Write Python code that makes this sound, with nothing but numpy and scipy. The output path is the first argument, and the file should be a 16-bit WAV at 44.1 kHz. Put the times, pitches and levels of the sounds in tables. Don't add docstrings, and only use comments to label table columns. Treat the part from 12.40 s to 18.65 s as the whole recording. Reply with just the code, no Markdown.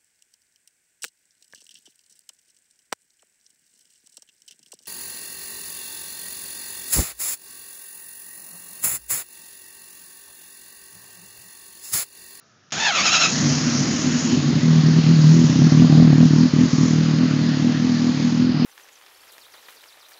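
import sys
import numpy as np
from scipy import signal
from scipy.fft import rfft, irfft, next_fast_len
from scipy.io import wavfile
from scipy.ndimage import uniform_filter1d

SR = 44100
rng = np.random.default_rng(int(sys.argv[2]) if len(sys.argv) > 2 else 0)


def unload_audio(sound):
    columns = np.transpose(np.atleast_2d(sound))
    steps = np.round(np.clip(columns, -1, 1) * 32767)
    wavfile.write(sys.argv[1], SR, steps.astype(np.int16))


def amplitude_ratio(level_db):
    exponent = np.asarray(level_db, float) / 20
    return 10 ** exponent


N = 275625
ENGAGE_S = .3212
BLAST_LAG_S = .0062


def rms_one(x):
    return x / np.sqrt(np.mean(x ** 2) + 1e-20)


def in_time(rows):
    s, *columns = np.transpose(rows)
    return [np.interp(np.arange(N) / SR, s, c) for c in columns]


def drift(rate_hz):
    r = np.exp(-2 * np.pi * rate_hz / SR)
    wander = signal.lfilter([1], [1, -2 * r, r * r], rng.standard_normal(N + SR))
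    return rms_one(wander[SR:])


def resonance(x, hz, width_hz):
    r = np.exp(-np.pi * width_hz / SR)
    return signal.lfilter([1 - r, 0, r - 1], [1, -2 * r * np.cos(2 * np.pi * hz / SR), r * r], x + 1e-18)


def noise_bands(spectrum, patchy_db, size=N):
    hz, level_db = np.transpose(spectrum)
    count = round(3 * np.log2(hz[-2] / hz[1]))
    edges = np.geomspace(hz[1], hz[-2], count + 1)
    centres = np.sqrt(edges[1:] * edges[:-1])
    white = rng.standard_normal((2, size))
    flicker = amplitude_ratio(patchy_db * drift(3.4))
    bands = np.zeros((len(centres), N))
    for k, centre in enumerate(centres):
        sos = signal.butter(2, edges[k:k + 2], "band", fs=SR, output="sos")
        band = signal.sosfilt(sos, white[k % 2])
        level = amplitude_ratio(np.interp(np.log(centre), np.log(hz), level_db))
        bands[k, :size] = level * np.roll(flicker, 19973 * k)[:size] * band
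    return centres, bands / np.std(bands.sum(axis=0)[:size])


# f/Hz, width/Hz, level/dB
PUMP_TONES = [(1280, 40, -68.5), (1730, 65, -73)]


def fuel_pump():
    return sum(amplitude_ratio(db) * rms_one(resonance(rng.standard_normal(N), hz, width))
               for hz, width, db in PUMP_TONES)


# f/Hz, level/dB
QUIET_TONE = [(56, -29), (95, 1), (1090, -16), (1310, -7), (2260, -19), (6630, -14), (7400, -25),
              (9620, -55), (16300, -120)]


def quiet_garage():
    return amplitude_ratio(-58) * noise_bands(QUIET_TONE, patchy_db=-2.0, size=SR)[1].sum(axis=0)


# t/s, level/dB (peak)
SWITCH_TICKS = [
    (.205, -51),
    (0.307, -29),
    (.312, -27),
]


def switch():
    clicks = np.zeros(N)
    for s, db in SWITCH_TICKS:
        clicks[round(s * SR)] = amplitude_ratio(db + 12.5)
    return resonance(clicks, 2300, 900) - resonance(clicks, 3900, 800) + resonance(clicks, 5300, 980)


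# t/s, f/Hz (gear teeth meeting), level/dB
STARTER_SPEED = [
    (.36, 1500, -27),
    (.4, 1760, -25),
    (.46, 1790, -25),
    (.495, 1620, -25),
    (.53, 1300, -30),
    (.59, 1160, -28),
    (.64, 1290, -25),
    (.75, 1325, -24.5),
    (.93, 1320, -24),
]
# t/s, half length/s, swell level/dB, pitch sag/0-1
COMPRESSIONS = [
    (0.468, 0.018, 1.5, 0),
    (0.585, 0.039, 8, 0.07),
    (0.673, 0.028, 7.5, 0.05),
    (0.749, 0.031, 8.5, 0.03),
    (0.833, .035, 7, .035),
]
# t/s, blur/0-1
GEAR_BLUR = [
    (.36, .85),
    (.46, .78),
    (.5, .92),
    (.62, .9),
    (.66, .72),
    (.93, .72),
]
# multiple, level running light/dB, level loaded/dB
TOOTH_TONES = [(.5, -3, -26), (1, 3.5, -7.5), (1.5, -2, -22), (2, -1, -3), (2.5, -5.5, -12.5),
               (3, -5.5, -7.5), (4, -15, -5.5), (5, -18, -10)]
# f/Hz, level/dB (per Hz)
GRIND_TONE = [(240, -47), (400, -16), (688, -1), (1050, -10.5), (1350, -0.5), (1550, -5), (2600, -4),
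              (6640, -5.5), (7600, 9), (9880, -42), (16700, -120)]


def starter():
    mesh_hz, effort_db = in_time(STARTER_SPEED)
    t, blur = np.arange(N) / SR, in_time(GEAR_BLUR)[0]
    load_db, sag = np.zeros(N), np.zeros(N)
    for s, half, swell_db, share in COMPRESSIONS:
        near = np.clip((t - s) / half, -1.5, 1.5)
        load_db += swell_db * np.exp(-near ** 4) * (abs(near) < 1.5)
        sag += share * np.sin(near * np.pi / 1.5)
    turn = 2 * np.pi * np.cumsum(mesh_hz * (1 - sag)) / SR
    loaded = np.clip((t - 0.562) / 0.1 + .5, 0, 1)
    whine = np.zeros(N)
    for k, light_db, loaded_db in TOOTH_TONES:
        db = effort_db + light_db + (loaded_db - light_db) * loaded
        wobble = drift(50 + 50 * k) * np.sin(k * turn) + drift(50 + 50 * k) * np.cos(k * turn)
        whine += amplitude_ratio(db) * (np.sqrt(2 - 2 * blur) * np.sin(k * turn) + np.sqrt(blur) * wobble)
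    whine *= np.clip((t - .35) / 0.11, 0, 1)
    clash = amplitude_ratio(-36.5) * np.exp(-np.maximum(t - ENGAGE_S, 0) / 0.023)
    grind = amplitude_ratio(effort_db + 0.5) * amplitude_ratio(.7 * load_db) + clash
    grit = noise_bands(GRIND_TONE, patchy_db=0.0, size=SR)[1].sum(axis=0)
    sound = whine * amplitude_ratio(load_db - 1) + grind * grit
    return sound * (t > ENGAGE_S) * np.clip((.94 - t) / 0.079, 0, 1)


# t/s, level/dB
PUFFS = [
    (.32, -38.5),
    (.37, -34),
    (.5, -47),
    (.6, -33),
    (.8, -37),
    (.92, -27.5),
    (1.0, -42.5),
]


def cranking_puffs():
    t = np.arange(N) / SR
    low = resonance(rng.standard_normal(N), 190, 76)
    high = resonance(rng.standard_normal(N), 280, 120)
    return amplitude_ratio(in_time(PUFFS)[0]) * (t > ENGAGE_S) * rms_one(low + 0.17 * high)


# t/s, firings/s
IDLE_SPEED = [
    (.8, 35.5),
    (1.35, 35.3),
    (1.5, 38.5),
    (2.2, 39),
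    (6.3, 39.6),
]
# t/s, level change of that blow/dB, of the next blow/dB,
# sag of speed after it/0-1
STUMBLES = [(.817, -7, -8, 0), (0.959, -8.5, 3, 0), (1.157, -19.5, -9.5, .03), (1.299, -6.5, 2, 0.01),
            (1.566, -7.5, 6.5, 0.04), (1.774, -11.5, -4.5, .05), (1.975, 4, -4.5, 0.05), (2.185, -5, -7, 0),
            (2.412, -5.7, 1.5, 0.05), (2.514, 0, -2.5, 0.05), (2.615, -6, -2, .05), (2.741, -2, -0.5, 0.03),
            (3.069, -8.5, 0, 0), (3.131, -2, 0.5, .12), (3.297, -15.5, 0.5, .05),
            (3.474, -11.5, -1.5, .045), (3.677, 0, -2, .05), (3.883, -9, -2, 0.06),
            (4.085, -12, -22.5, .07), (4.286, -20, -21, 0), (4.359, -8.7, -1, 0.07),
            (4.484, -4.5, -1, 0.01), (4.687, 1, -0.5, 0.05), (4.885, -4, -0.5, 0.05), (5.118, -2, -3, 0.07),
            (5.324, -4, -0.5, .05), (5.523, -1.5, -2, 0.02), (5.721, -5.5, -2.5, .05),
            (5.902, -4.5, 1, 0.03), (6.122, -5, 0, .05)]


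def crank():
    s, *_, sag = np.transpose(STUMBLES)
    s = np.append(s - BLAST_LAG_S, s[-1] + .195)
    idling = np.diff(s) * np.interp(s[1:] - np.diff(s) / 2, *np.transpose(IDLE_SPEED))
    counts = np.round(idling)
    laps = np.interp(np.arange(N) / SR, s, np.arange(len(s)))
    lap = laps.astype(int)
    sag = sag[lap]
    slowest = .22
    angle = 2 * np.pi * (laps - lap - slowest)
    share = laps - lap - sag / (2 * np.pi) * (np.sin(angle) + np.sin(2 * np.pi * slowest))
    fired = (np.cumsum(counts) - counts)[lap] + counts[lap] * share
    fast = 100 * ((counts / idling)[lap] * (1 - sag * np.cos(angle)) - 1)
    return np.where(laps > 0, fired, -.5), fast


def blast(blows, peak_db):
    blast_hz, length_s, lean_rad = 225, .0015, .3
    t = np.arange(2 * round(BLAST_LAG_S * SR)) / SR - BLAST_LAG_S
    shape = -np.cos(2 * np.pi * blast_hz * t - lean_rad) * np.exp(-.5 * (t / length_s) ** 2)
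    return amplitude_ratio(peak_db) * signal.fftconvolve(blows, shape)[:N]


# t/s, roughness/0-1
ROUGHNESS = [
    (.8, .6),
    (1.4, .5),
    (2.1, .3),
    (2.25, .06),
    (3.2, .07),
    (6.25, .07),
]
CYLINDERS_DB = [-2.1, -0.43, 0.082, -0.14]
# t/s, exhaust level/dB, place in the garage boom/-1..1, tailpipe blow peak level/dB
WALK = [(.75, -65, 0.94, -14), (.93, -29, -0.067, -33), (1.02, -22, 0.099, -22), (1.5, -26, -0.16, -15.5),
        (2.1, -20.5, 0, -20), (2.3, -17, 0.29, -16), (2.6, -19, 0.39, -10), (2.9, -18.5, 0.69, -11.5),
        (3.1, -14.5, -0.067, -18), (3.2, -17, .2, -4), (3.6, -14, 0.2, -2), (3.9, -16, 0.11, -3),
        (4.1, -21, 0, -4.5), (4.4, -21, 0.045, -4.5), (4.65, -20.5, 0.12, -8.5), (5.0, -21, -0.024, -10.5),
        (5.6, -23, -0.19, -13), (6.25, -21, -0.11, -13.5)]
# f/Hz, width/Hz, level/dB
PIPE_MODES = [
    [(82.4, 88, -34.5), (120, 87, 4.5)],
    [(148.8, 61, 12.5)],
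    [(195.5, 37, 2), (224.7, 88, 6.5), (243.6, 32, 4)],
    [(256, 160, 5), (322, 58, 13), (413, 250, -31.5)],
]
# offset level/dB, dB per unit of boom, dB per 1% of speed
PIPE_LAW = [(-18, -12.5, 0.5), (0.5, 12, 0.23), (2, -11, 0.68), (-16, 3, 4)]


def exhaust(fired, fast):
    at = np.flatnonzero(np.diff(np.floor(fired)))
    rough, chance = in_time(ROUGHNESS)[0], rng.standard_normal((len(at) + 1, 2))[1:]
    strength_db = np.resize(CYLINDERS_DB, len(at)) + 3.5 * rough[at] * chance[:, 0]
    for s, first_db, next_db, _ in STUMBLES:
        k = np.argmin(abs(at - (s - BLAST_LAG_S) * SR))
        strength_db[k:k + 2] += first_db, next_db
    blows = np.zeros(N)
    late = (.002 * SR * rough[at] * chance[:, 1]).astype(int)
    blows[np.clip(at + late, 0, N - 1)] = amplitude_ratio(strength_db)
    gust = signal.lfilter([1], [1, -np.exp(-1 / (0.068 * SR))], blows)
    drive = blows + .05 * rough * gust * rng.standard_normal(N)
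    level_db, boom, blast_db = in_time(WALK)
    lag = round(0.01286 * SR)
    drive[lag:] += amplitude_ratio(-7 + 5 * boom[lag:]) * drive[:-lag].copy()
    muffler = signal.butter(4, [80, 370], "band", fs=SR, output="sos")
    drive = signal.sosfilt(muffler, drive)
    out = blast(blows, blast_db)
    limit = 2.6
    fast = limit * np.tanh(uniform_filter1d(fast, size=SR // 30) / limit)
    for modes, (offset_db, boom_db, speed_db) in zip(PIPE_MODES, PIPE_LAW):
        ring = sum(amplitude_ratio(db) * rms_one(resonance(resonance(drive, hz, width), hz, width))
                   for hz, width, db in modes)
        gain = amplitude_ratio(level_db + offset_db + boom_db * boom + speed_db * fast)
        out -= gain * ring / np.sqrt(abs(uniform_filter1d(ring ** 2, size=SR // 4)) + .01)
    return out


# t/s, level/dB, turned away from the engine/-.3..1
CLATTER_LEVEL = [(.9, -33, -.3), (.96, -30, 0), (1.94, -33, 0.15), (2.04, -34.5, 0.34), (2.53, -34, 0.44),
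                 (3.0, -34, 0.23), (3.4, -33.5, .5), (3.72, -35, .8), (3.86, -35.5, 0.3), (4.1, -35, .5),
                 (4.38, -34.5, 0.19), (4.8, -35.5, 0.65), (5.91, -36, 0.41), (6.09, -38.5, 0.96),
                 (6.25, -37, 0.97)]
# f/Hz, level/dB (per Hz)
CLATTER_TONE = [(250, -30), (420, -10), (492, -2), (828, -8), (1080, -7.5), (1360, -7.5), (1820, -7),
                (2240, -16), (2650, -11), (3220, -16.5), (5100, -9.5), (6730, -3.5), (7600, -12),
                (9880, -60.5), (16700, -120)]
# f/Hz, width/Hz, level/dB
CASINGS = [(1148, 150, -12), (1820, 310, -14.5), (4340, 58, -15), (4970, 110, -13), (6200, 190, -30)]
# offset level/dB, level change when turned away/dB
CLATTER_LAW = [(-2.5, 3.5), (-1, 1), (4.5, -15.5)]


def clatter(fired):
    centres, bands = noise_bands(CLATTER_TONE, patchy_db=1.57)
    edges_hz = [(0, 2200), (2200, 5400), (5400, SR)]
    beat_db = 0.8 * np.cos(2 * np.pi * (fired - .2)) + 0.33 * np.cos(4 * np.pi * (fired - .2))
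    out, taps = np.zeros(N), rng.standard_normal(N)
    level_db, away = in_time(CLATTER_LEVEL)
    for (low, high), (offset_db, away_db) in zip(edges_hz, CLATTER_LAW):
        group = rms_one(bands[(centres > low) & (centres <= high)].sum(axis=0))
        rings = [amplitude_ratio(db + 2 * drift(6.0)) * rms_one(resonance(taps, hz, width))
                 for hz, width, db in CASINGS if low < hz <= high]
        out += amplitude_ratio(level_db + offset_db + away_db * away) * (group + sum(rings))
    fade_in = np.clip((np.arange(N) / SR - .82) / 0.1, 0, 1)
    return fade_in * amplitude_ratio(beat_db) * out


def scene():
    fired, fast = crank()
    before = fuel_pump() + quiet_garage() + switch()
    cranking = starter() + cranking_puffs()
    return (before + cranking + exhaust(fired, fast) + clatter(fired))[None]


# f/Hz, level/dB
CONVERTER_EDGE = [(6850, 0), (7650, -26), (8300, -28), (9200, -24), (9300, -90)]


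def converter(x):
    size = next_fast_len(N + SR // 10)
    hz = np.arange(size // 2 + 1) * SR / size
    gain = amplitude_ratio(np.interp(hz, *np.transpose(CONVERTER_EDGE)))
    return irfft(rfft(x, size) * gain, size)[:, :N]


def roll_off(x):
    return signal.sosfilt(signal.butter(12, 15800, fs=SR, output="sos"), x)


def record(dry):
    x = signal.sosfilt(signal.butter(3, 75, "high", fs=SR, output="sos"), dry)
    x = converter(np.clip(x, -.7, .7))
    mix = np.clip(x, -.701, .701)
    return roll_off(mix)


dry = scene()
out = record(dry)
unload_audio(out)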